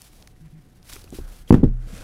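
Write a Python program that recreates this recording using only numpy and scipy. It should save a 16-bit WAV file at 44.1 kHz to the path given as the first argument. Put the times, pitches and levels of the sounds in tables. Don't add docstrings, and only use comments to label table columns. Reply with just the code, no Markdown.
import sys
import numpy as np
from scipy import signal
from scipy.fft import rfft, irfft
from scipy.io import wavfile
from scipy.ndimage import uniform_filter1d

SR = 44100
rng = np.random.default_rng(int(sys.argv[2]) if len(sys.argv) > 2 else 0)


def boost(x):
    u = np.asarray(x, float) / 20
    return 10 ** u


def dump_mix(stems):
    frames = np.atleast_2d(stems).T
    limited = np.clip(frames, -1, 1)
    pcm = np.round(limited * 32767).astype(np.int16)
    wavfile.write(sys.argv[1], SR, pcm)


N = 89831


def in_time(rows):
    s, db = np.transpose(rows)
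    return np.interp(np.arange(N) / SR, s, db)


def noise():
    return rng.standard_normal(N)


def even(x):
    return x / x.std()


def filtered(x, hz, kind="low"):
    return signal.sosfilt(signal.butter(2, hz, kind, fs=SR, output="sos"), x)


def coloured(spectrum, x):
    hz, db = np.transpose(spectrum)
    f = np.maximum(np.arange(N // 2 + 1) * SR / N, 1)
    gain = boost(np.interp(np.log(f), np.log(hz), db))
    out = irfft(rfft(x) * gain, N)
    return out / np.sqrt(np.mean(out ** 2))


def drift(rate_hz):
    r = np.exp(-2 * np.pi * rate_hz / SR)
    settle = SR
    slow = signal.lfilter([1], [1, -2 * r, r * r], rng.standard_normal(N + settle))[settle:]
    return even(slow)


def ring(push, hz, t60):
    r = boost(-60 / (t60 * SR))
    w = 2 * np.pi * hz / SR
    return signal.lfilter([0, np.sin(w)], [1, -2 * r * np.cos(w), r * r], push + 1e-18)


def fading(s, t60):
    age = np.arange(N) / SR - s
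    return (age >= 0) * boost(-60 * np.clip(age, 0, 3 * t60) / t60)


def rubbing(spectrum, level_db):
    grains_per_s, grain_db = 270, -8.5
    struck = rng.random(N) < grains_per_s / SR
    grains = struck * noise() * np.sqrt(SR / grains_per_s)
    hiss = coloured(spectrum, noise() + boost(grain_db) * grains)
    return hiss * boost(level_db + 1.95 * drift(33.0))


# (frequency [Hz], density [dB per Hz])
ROOM = [(12, -0.5), (28, -1), (72, -17), (125, -7.5), (330, -18), (700, -37.5), (2000, -36), (16000, -64)]


def room():
    fan = np.sin(2 * np.pi * 736 * np.arange(N) / SR)
    return boost(-52) * coloured(ROOM, noise()) + boost(-72) * fan


# (time [s], level [dB])
SLEEVES = [(0, -78), (.22, -59.5), (.4, -74), (1.1, -63), (1.3, -59), (1.5, -74)]


def sleeves():
    return boost(in_time(SLEEVES)) * even(filtered(noise(), [258, 764], "band"))


# (time [s], level [dB])
SWAY = [(0, -52.5), (.8, -54), (.95, -44.5), (1.1, -41.5), (1.2, -44), (1.4, -49), (1.9, -39.5),
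        (2.04, -38)]


def arms_sway():
    return boost(in_time(SWAY)) * even(filtered(noise(), 56.5))


# (time [s], level [dB])
SLIDE = [(0, -62), (.06, -57), (.09, -64), (.21, -63.5), (.3, -71), (.82, -72.5), (.86, -60), (.9, -46.5),
         (.95, -50.5), (1.0, -57), (1.11, -66.5), (1.15, -48), (1.18, -55.5), (1.26, -66), (1.29, -58.5),
         (1.42, -57.5), (1.44, -69.5), (2.04, -102)]
# (frequency [Hz], density [dB per Hz])
SKIN = [(290, -28), (500, -6.5), (819, -5.5), (2010, -5), (3920, -4), (5970, -4.5), (7100, -7), (10500, -5),
        (16000, -12.5)]


def skin_slides():
    return rubbing(SKIN, in_time(SLIDE) + 4)


# (time [s], peak level [dB], frequency [Hz], ring length
# [cycles], snap level [dB])
TICKS_KNOCKS = [(.0188, -25, 9300, 7.1, -32.5), (.224, -37, 5700, 11, -50), (.2258, -28, 4150, 2.3, -46),
                (.2737, -41, 4800, 8.2, -69), (.274, -34, 6100, 12, -55), (.2754, -36.5, 2000, 7, -35.5),
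                (.363, -52.5, 2000, 14, -60), (.4568, -50, 2100, 5, -70), (.8288, -38, 5100, 7, -56),
                (.921, -41, 1800, 6, -48), (.9273, -33.5, 1890, 12, -48), (.934, -35, 280, 6.6, -60),
                (.9345, -26.5, 4870, 18, -29), (.9415, -46, 6000, 4, -30.5), (.96, -36.5, 393, 11.4, -60),
                (.964, -37, 1260, 12, -55), (.9645, -31, 2320, 9.9, -62), (1.0419, -37, 4740, 20, -38),
                (1.042, -37, 418, 7.5, -60), (1.075, -50, 1250, 20, -70), (1.077, -45, 2620, 31, -66),
                (1.1045, -33.5, 8100, 17, -44), (1.1048, -40, 10100, 8.1, -50),
                (1.1245, -23.5, 285, 5.6, -56), (1.126, -33, 650, 7.2, -46), (1.1335, -27, 370, 8.4, -59),
          (1.138, -33, 205, 8.7, -60), (1.146, -35, 318, 19, -42), (1.1862, -19, 380, 5, -60),
          (1.187, -38, 782, 11, -57), (1.197, -29, 70, 3.2, -70), (1.1995, -30, 330, 6, -70),
          (1.2792, -50, 5830, 5, -38), (1.478, -42, 3200, 70, -63), (1.488, -46, 11600, 150, -66),
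          (1.4935, -40, 3370, 40, -60), (1.495, -44, 1800, 12, -66), (1.5252, -12, 6400, 25, -40),
          (1.526, -18, 4500, 20, -60), (1.634, -27, 830, 25, -70), (1.635, -30, 3510, 40, -48),
          (1.776, -50, 7000, 8, -52), (1.826, -50, 6000, 8, -52), (1.928, -28, 193, 11.7, -68),
          (1.99, -46, 2500, 60, -66), (2.02, -44, 2600, 40, -66), (2.024, -25, 130, 4.9, -42),
          (2.027, -36, 800, 5, -52)]


def ticks_and_knocks():
    out = np.zeros(N)
    snap = filtered(noise(), [1400, 13000], "band")
    for s, db, hz, cycles, snap_db in TICKS_KNOCKS:
        phase = (np.arange(N) / SR - s) * hz
        push = np.sin(2 * np.pi * np.clip(phase, 0, 1)) * 2 * hz / SR
        out += boost(db) * ring(push, hz, cycles / hz)
        out += boost(snap_db) * fading(s, .0035) * snap
    return out


# (time [s], length [s], level [dB])
BUZZES = [
    (.405, 0.077, -41),
    (.522, 0.0776, -41.5),
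]


def motor():
    t = np.arange(N) / SR
    out = np.zeros(N)
    motor_hz, rise_s, fall_s = 158, 0.0075, 0.0065
    rattle = even(ring(noise(), 2040, 0.0035))
    for s, length, db in BUZZES:
        shape = np.clip(np.minimum((t - s) / rise_s, (s + length - t) / fall_s), 0, 1)
        turn = 2 * np.pi * motor_hz * (t - s)
        hum = np.sin(turn) + boost(-21) * np.sin(2 * turn)
        growth = np.clip((t - s) / length, 0, 1)
        out += boost(db) * shape * (hum + boost(-23.5) * growth * rattle)
    return out


# (time [s], level [dB])
WHINE = [(0, -88), (1.18, -69.5), (1.21, -57.5), (1.3, -62), (1.43, -70), (1.7, -70.5), (1.95, -57),
         (2.04, -52)]


def wood_whine():
    return boost(in_time(WHINE)) * even(ring(noise(), 1456, 0.0061))


# (time [s], strength [dB], contact [ms], shake of the stand [dB], crack level [dB])
TOUCHES = [(1.1862, -62, 2.0, -32, -44), (1.1914, -38, 3.1, -44, -40), (1.214, -30, 5, -53.5, -70),
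           (1.5055, 5.5, 2.3, -40, -22), (1.5245, 3.5, 2.06, -29, -26.5), (1.5288, -5, 2.38, -19, -40),
           (1.5328, -10.5, 2.9, -19, -49), (1.5407, 4, 2.5, -25, -18), (1.549, -13.5, 1.8, -17, -36.5),
           (1.563, -13.5, 1.8, -33, -59), (1.571, -17, 2.2, -37, -59.5), (1.5793, -8.5, 3.5, -31.5, -46),
           (1.591, -15, 3.6, -45, -63.5), (1.602, -16.5, 2.8, -38, -66), (1.6148, -16, 4.5, -42.5, -72),
           (1.63, -9.5, 2.1, -45, -43), (1.6338, -0.5, 2.19, -13, -45.5), (1.6412, -2.5, 2.3, -18.5, -35),
           (1.6498, -11, 2.43, -18.5, -52.5), (1.6717, -10.5, 5, -23.5, -71), (1.707, -31, 8.4, -40, -77)]


def contact(s, ms):
    span = slice(int(s * SR), int((s + ms / 1000) * SR) + 2)
    t = (np.arange(N) / SR)[span]
    pulse = np.sin(np.pi * np.clip((t - s) * 1000 / ms, 0, 1)) ** 2
    return span, pulse / pulse.sum()


# (frequency [Hz], level [dB], t60 [s])
TABLE = [(124.6, -9, 0.0266), (188, -4, 0.013), (244, -2.5, 0.015), (254, -9, 0.031), (314, -14.5, 0.093),
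         (377.6, -11.5, 0.052), (458, -18.5, 0.093), (567, -24, 0.077), (743, -42, 0.044),
         (890, -46, 0.054), (940, -26, 0.023), (1080, -28.5, 0.032), (1280, -33, .03), (1860, -38.5, .02)]


def tabletop():
    pushes = np.zeros((len(TABLE), N))
    spread_db = 2.5 * rng.standard_normal((30, len(TABLE)))
    for (s, db, ms, _, _), uneven_db in zip(TOUCHES, spread_db):
        span, pulse = contact(s, ms)
        pushes[:, span] -= boost(db + uneven_db)[:, None] * pulse
    wood = sum(boost(db) * ring(p, hz, t60) for p, (hz, db, t60) in zip(pushes, TABLE))
    beam = boost(-15) * ring(pushes[1], 64, 0.17)
    return filtered(wood, 109, "high") + beam


# (frequency [Hz], level [dB], t60 [s])
STAND = [(32.94, 2.5, 0.7), (120.6, -15, 0.75), (94, -16.5, 0.39), (68, -0.5, 0.16)]


def stand():
    shake = np.zeros(N)
    for s, _, ms, shake_db, _ in TOUCHES:
        span, pulse = contact(s, ms)
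        shake[span] -= boost(shake_db) * pulse
    shake = filtered(shake, 179)
    return sum(boost(db) * ring(shake, hz, t60) for hz, db, t60 in STAND)


# (frequency [Hz], density [dB per Hz])
RUMBLE = [(60, 7), (200, 11), (500, -12.5), (1000, -32), (1500, -29), (2500, -41), (16000, -63.5)]


def dull_tail():
    level = np.zeros(N)
    for s, db, _, _, _ in TOUCHES:
        level += boost(db - 28.5) * (fading(s, 0.21) - fading(s, 0.025))
    return level * coloured(RUMBLE, noise())


# (time [s], level [dB], t60 [s])
SCUFFS = [
    (1.5252, -25.5, 0.034),
    (1.531, -38.5, 0.073),
    (1.5412, -35.5, 0.037),
    (1.546, -38.5, 0.24),
    (1.55, -38.5, .012),
    (1.634, -43, 0.12),
]
# (frequency [Hz], density [dB per Hz])
CRACK = [(200, -13), (700, 6), (1200, 0), (2000, -10.5), (3500, -15.5), (6500, -22), (9000, -24),
         (16000, -32)]


def cracks_and_scuffs():
    level = np.zeros(N)
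    for s, _, _, _, crack_db in TOUCHES:
        level += boost(crack_db) * (fading(s + .0004, .011) - fading(s + .0004, .003))
    for s, db, t60 in SCUFFS:
        level += boost(db) * fading(s, t60)
    return level * coloured(CRACK, noise())


# (time [s], level [dB])
SHOVES = [
    [(1.46, -99), (1.475, -56.5), (1.5, -45.5), (1.51, -88.5)],
    [(1.76, -57.5), (1.85, -54), (1.89, -50), (1.95, -45.5), (1.98, -46), (2.04, -47.5)],
]
# (frequency [Hz], density [dB per Hz])
WOOD = [(150, -22), (250, -2), (414, -12), (476, -4.5), (971, -22), (1470, -21), (2130, -17),
        (10200, -21.5), (16000, -33)]


def case_shoves():
    before, after = map(in_time, SHOVES)
    return rubbing(WOOD, np.where(np.arange(N) < 1.6 * SR, before, after))


def scene():
    blows = tabletop() + stand() + cracks_and_scuffs() + dull_tail()
    hands = skin_slides() + case_shoves() + wood_sounds()
    faint = filtered(hands + motor() + sleeves() + room(), 14, "high")
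    start_db, slope, release_db_per_s = -18.5, 0.78, 58.5
    ramp = release_db_per_s * np.arange(N) / SR
    held = np.maximum.accumulate(20 * np.log10(np.abs(blows) + 1e-6) + ramp) - ramp
    duck = boost(-slope * uniform_filter1d(np.maximum(held - start_db, 0), size=90))
    low = signal.sosfiltfilt(signal.butter(2, 2040, fs=SR, output="sos"), faint)
    return (blows + low + duck * (faint - low))[None]


def wood_sounds():
    return arms_sway() + wood_whine() + ticks_and_knocks()


def low_pass(x):
    return signal.sosfilt(signal.butter(12, 16210, fs=SR, output="sos"), x)


def record(dry):
    ceiling = 1.03
    clipped = dry / (1 + np.abs(dry / ceiling) ** 12) ** (1 / 12)
    centred = signal.lfilter([1, -1], [1, -.999], clipped)
    cut = signal.sosfilt(signal.cheby2(12, 50, 16450, fs=SR, output="sos"), centred)
    return low_pass(cut)


dry = scene()
out = record(dry)
dump_mix(out)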